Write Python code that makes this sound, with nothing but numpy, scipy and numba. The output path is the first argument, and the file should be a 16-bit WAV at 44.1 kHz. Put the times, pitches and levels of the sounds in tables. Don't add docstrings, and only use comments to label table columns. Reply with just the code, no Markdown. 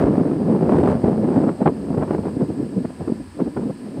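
import sys
import numpy as np
from scipy import signal
from scipy.fft import rfft, irfft
from scipy.io import wavfile
from scipy.ndimage import uniform_filter1d, minimum_filter1d
from numba import njit

SR = 44100
rng = np.random.default_rng(int(sys.argv[2]) if len(sys.argv) > 2 else 0)


def generate_wav(signal):
    frames = np.transpose(np.atleast_2d(signal))
    scaled = np.clip(frames, -1, 1) * 32767
    pcm = np.round(scaled).astype(np.int16)
    wavfile.write(sys.argv[1], SR, pcm)


N = 176400

# f/Hz, width/Hz, level/dB
TURBINE_BANDS = [(998, 78, -59.5), (1380, 37, -73.5), (1703, 150, -63), (4725, 320, -66.5)]
# f/Hz, relative density/dB
HISS_SPECTRUM = [(100, 13.5), (500, -1), (800, 9.5), (1200, 6.5), (1750, 3.5), (2200, 1), (2900, -0.5),
                 (3600, -6), (4300, -1), (4700, -4), (5250, -1.5), (5700, -10), (6700, -11), (7500, -10.5),
                 (8100, -8.5), (8550, 2.5), (9200, -5), (10200, -11), (11500, -18), (15500, -19)]
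# t/s, level/dB
AIR_LEVEL = [(0, -69), (1.1, -66.5), (1.3, -63), (1.55, -60), (1.8, -64), (2.4, -62), (4, -65)]
# f/Hz, relative density/dB
BOOM_SPECTRUM = [(20, -38), (36, -20.5), (50, -8), (70, 12), (100, 18.5), (150, -11), (300, -48.5),
                 (1000, -100)]
# t/s, level/dB
BOOM_ENVELOPE = [(0, -46), (0.15, -42), (0.55, -41), (0.7, -30), (0.85, -31.5), (1.15, -41), (1.55, -46),
                 (1.8, -39), (2.0, -37), (2.3, -39), (2.8, -48.5), (3.1, -41), (3.33, -49), (3.6, -45),
                 (3.8, -65), (4.0, -48)]
# f/Hz, relative density/dB
RASP_SPECTRUM = [(300, -28), (900, 1.5), (1500, 4), (2300, -3.5), (3300, -11), (4700, -14), (6500, -22),
                 (8500, -13), (11000, -31.5), (16000, -45.5)]
# f/Hz, relative density/dB
RUSH_SPECTRUM = [(30, -55), (70, -16.5), (200, -4), (400, 4.5), (650, 0.5), (1000, -9), (1500, -20),
                 (2200, -31), (3300, -42.5), (4700, -53), (8000, -79), (16000, -100)]
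# f/Hz, relative density/dB
RUMBLE_SPECTRUM = [(20, -82.5), (45, -47), (75, -31.5), (115, -7), (160, 0.5), (225, -2), (350, -1.5),
                   (500, -10), (750, -25), (1200, -46), (3000, -70), (8000, -108)]
# t/s, relative level/dB, rush share/dB
GUSTS = [(0, -14, -9), (0.1, -15, -18), (0.16, -20.5, -11), (0.25, -21, -13), (0.418, -20.5, -20.5),
         (0.5, -13.5, -18), (0.589, -18.5, -17), (0.72, -15, -13), (0.82, -16.5, -10.5), (0.91, -17.5, -7),
         (0.989, -23.5, -16), (1.07, -17.5, -12), (1.2, -18.5, -20.5), (1.36, -18.5, -11),
         (1.46, -17.5, -18), (1.51, -21, -17), (1.56, -31.5, -14), (1.645, -27.5, -17),
         (1.69, -23.5, -14.5), (1.75, -27.5, -22.5), (1.87, -25.5, -18.5), (1.97, -21, -19.5),
         (2.06, -27.5, -10.5), (2.14, -21.5, -9.5), (2.23, -29.5, -16), (2.26, -24.5, -5),
         (2.33, -26.5, -22.5), (2.47, -30.5, -20), (2.61, -24.5, -21.5), (2.7, -28.5, -34),
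         (2.8, -28.5, -27), (2.95, -39.5, -16), (3.05, -34.5, -9), (3.21, -33.5, -31), (3.32, -47.5, -25),
         (3.365, -36, -22), (3.4, -24.5, -15), (3.53, -35, -26), (3.61, -24, -14), (3.68, -29, -21),
         (3.76, -37, -46), (3.871, -27.5, -17), (3.91, -34.5, -26), (4.0, -24.5, -15)]
# peak t/s, length/s, relative level/dB, rush share/dB, relative thud/dB
BUFFET_HITS = [(0.041, 0.0039, -6.5, -30.5, -2), (0.181, 0.0061, -8.5, -25, -44),
               (0.211, 0.021, -12, -30, -44), (0.261, 0.0073, -12.5, -35, -16),
               (0.299, 0.0046, -14, -27, -13), (0.696, 0.0093, -17.5, -10, -11),
               (0.795, 0.0062, -11.5, -17, -25), (0.884, 0.01, -15, -11, -20),
               (0.954, 0.0047, -11.5, -20, -32), (1.043, 0.007, -9.5, -26, -32),
               (1.083, 0.0075, -9.5, -16, -32), (1.249, 0.016, -15, -23.5, -48),
               (1.375, 0.022, -10.5, -27, -42), (1.489, 0.019, -23.5, -9, -43),
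               (1.619, 0.019, -12.5, -19, -19), (1.664, 0.01, -11.5, -9, -20),
               (1.676, 0.0056, -11, -5, -10), (1.688, 0.021, -16, -13, -16), (1.724, 0.0039, -13, -31, -45),
               (1.909, 0.009, -16.5, -23.5, -33), (1.945, 0.0063, -22.5, -8.5, -35),
               (1.981, 0.015, -17.5, -14.5, -7.5), (2.025, 0.021, -20, -10, -18.5),
               (2.111, 0.0077, -19.5, -9.5, -42), (2.148, 0.0084, -29, -3, -14.5),
               (2.191, 0.008, -16, -32, -41), (2.371, 0.011, -16.5, -32, -41),
               (2.42, 0.033, -13.5, -23.5, -32), (2.499, 0.02, -19.5, -29, -30),
               (2.6, 0.019, -18.5, -42, -32), (2.777, 0.02, -14, -48, -43), (2.812, 0.021, -21.5, -43, -40),
               (2.852, 0.0082, -15.5, -20, -43), (2.906, 0.0044, -22.5, -21, -43),
               (3.014, 0.021, -22.5, -18.5, -24), (3.081, 0.015, -20, -19, -42),
               (3.101, 0.013, -18, -29, -42), (3.123, 0.0066, -11.5, -34, -27),
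               (3.156, 0.0069, -25.5, -42, -40), (3.207, 0.018, -26.5, -31, -20),
               (3.403, 0.014, -27.5, -5, -33), (3.42, 0.014, -13.5, -39, -43),
               (3.472, 0.022, -21, -26.5, -28), (3.572, 0.0095, -16.5, -14, -41),
               (3.592, 0.014, -21, -19.5, -23), (3.621, 0.0071, -25, -18, -32),
               (3.662, 0.023, -19, -41, -57), (3.703, 0.016, -21, -18.5, -47)]


def undb(db):
    return 10 ** (np.asarray(db) / 20)


def noise(gain):
    f = np.maximum(np.arange(N // 2 + 1) * SR / N, 1)
    x = irfft(rfft(rng.standard_normal(N)) * gain(f), N)
    return x / x.std()


def coloured(spectrum):
    hz, db = np.array(spectrum).T
    return noise(lambda f: undb(np.interp(np.log(f), np.log(hz), db)))


def band(hz, width_hz):
    return noise(lambda f: np.exp(-2 * ((f - hz) / width_hz) ** 2))


def walk(hz):
    return noise(lambda f: np.exp(-.5 * (f / hz) ** 2))


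def even(x, window_s=.012):
    size = int(window_s * SR)
    power = uniform_filter1d(uniform_filter1d(x ** 2, size), size)
    return x / np.sqrt(np.abs(power) + 1e-12)


def turbines():
    return sum(undb(db) * band(hz, width_hz) for hz, width_hz, db in TURBINE_BANDS)


def hiss(t, level_db=-50):
    air_db = np.interp(t, *np.array(AIR_LEVEL).T)
    return undb(level_db) * coloured(HISS_SPECTRUM) + undb(air_db) * band(hz=8140, width_hz=1000)


def rasp(rough_db, sputter, growth=1.437, offset_db=-5.5, ceiling_db=-38.5):
    level_db = np.minimum(offset_db + growth * rough_db, ceiling_db)
    return undb(level_db) * even(coloured(RASP_SPECTRUM) * sputter)


def shedding(centre_hz=236.1, width_hz=27.7, wander_oct=.2, wander_hz=9):
    hz = centre_hz * 2 ** (wander_oct * walk(wander_hz))
    phase = 2 * np.pi * np.cumsum(hz) / SR
    return even(walk(width_hz) * np.cos(phase) + walk(width_hz) * np.sin(phase))


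def large_eddies(power, rush_power, flutter_gain, shed_db=3, breakup_db=-14):
    smoothness = 1 / np.sqrt(1 + rush_power / (power * undb(breakup_db) ** 2))
    eddies = coloured(RUMBLE_SPECTRUM) + undb(shed_db) * smoothness * shedding()
    return np.sqrt(power) * even(eddies * flutter_gain)


def small_eddies(power, sputter):
    return np.sqrt(power) * even(coloured(RUSH_SPECTRUM) * sputter)


def buffets(t, boom_trim_db=-10, rumble_trim_db=-.5, rush_trim_db=10):
    boom, rumble, rush = np.zeros((3, N))
    for peak_s, length_s, level_db, share_db, thud_db in BUFFET_HITS:
        width_s = length_s * np.where(t < peak_s, .64, .7)
        bell = np.exp(-((t - peak_s) / width_s) ** 2)
        boom += (bell * undb(thud_db + boom_trim_db)) ** 2
        rumble += (bell * undb(level_db + rumble_trim_db)) ** 2
        rush += (bell * undb(level_db + share_db + rush_trim_db)) ** 2
    return boom, rumble, rush


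def wind(t, rumble_trim_db=-.5, rush_trim_db=5.5, max_share_db=-7.5):
    times_s, levels_db, shares_db = np.array(GUSTS).T
    gust_db = np.interp(t, times_s, levels_db)
    rough_db = gust_db + np.interp(t, times_s, np.minimum(shares_db, max_share_db))
    boom_db = np.interp(t, *np.array(BOOM_ENVELOPE).T)
    sway_db = 1.8 * walk(hz=34.8)
    boom_hits, rumble_hits, rush_hits = buffets(t)
    boom_power = undb(boom_db) ** 2 + boom_hits
    rumble_power = undb(gust_db + sway_db + rumble_trim_db) ** 2 + rumble_hits
    rush_power = undb(rough_db + sway_db + rush_trim_db) ** 2 + rush_hits
    flutter_db = walk(hz=151)
    sputter = undb(4 * flutter_db)
    boom = np.sqrt(boom_power) * coloured(BOOM_SPECTRUM)
    rumble = large_eddies(rumble_power, rush_power, undb(flutter_db))
    return boom + rumble + small_eddies(rush_power, sputter) + rasp(rough_db, sputter)


def scene():
    t = np.arange(N) / SR
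    return (wind(t) + hiss(t) + turbines())[None]


@njit
def peak_hold(magnitude, decay):
    out, held = np.empty(len(magnitude)), 0.
    for i in range(len(magnitude)):
        held = max(magnitude[i], held * decay)
        out[i] = held
    return out


def record(dry, low_hz=42, top_hz=15500, limit_db=-3.8, ratio=8, release_s=.22):
    highpass = signal.butter(6, low_hz, "highpass", fs=SR, output="sos")
    lowpass = signal.ellip(10, .1, 80, top_hz, fs=SR, output="sos")
    x = signal.sosfilt(highpass, dry[0])
    peaks = peak_hold(np.abs(x), np.exp(-1 / (release_s * SR)))
    gain = np.minimum(1, undb(limit_db) / (peaks + 1e-9)) ** (1 - 1 / ratio)
    gain = uniform_filter1d(minimum_filter1d(gain, size=64), size=64)
    return signal.sosfilt(lowpass, x * gain)[None]


dry = scene()
out = record(dry)
generate_wav(out)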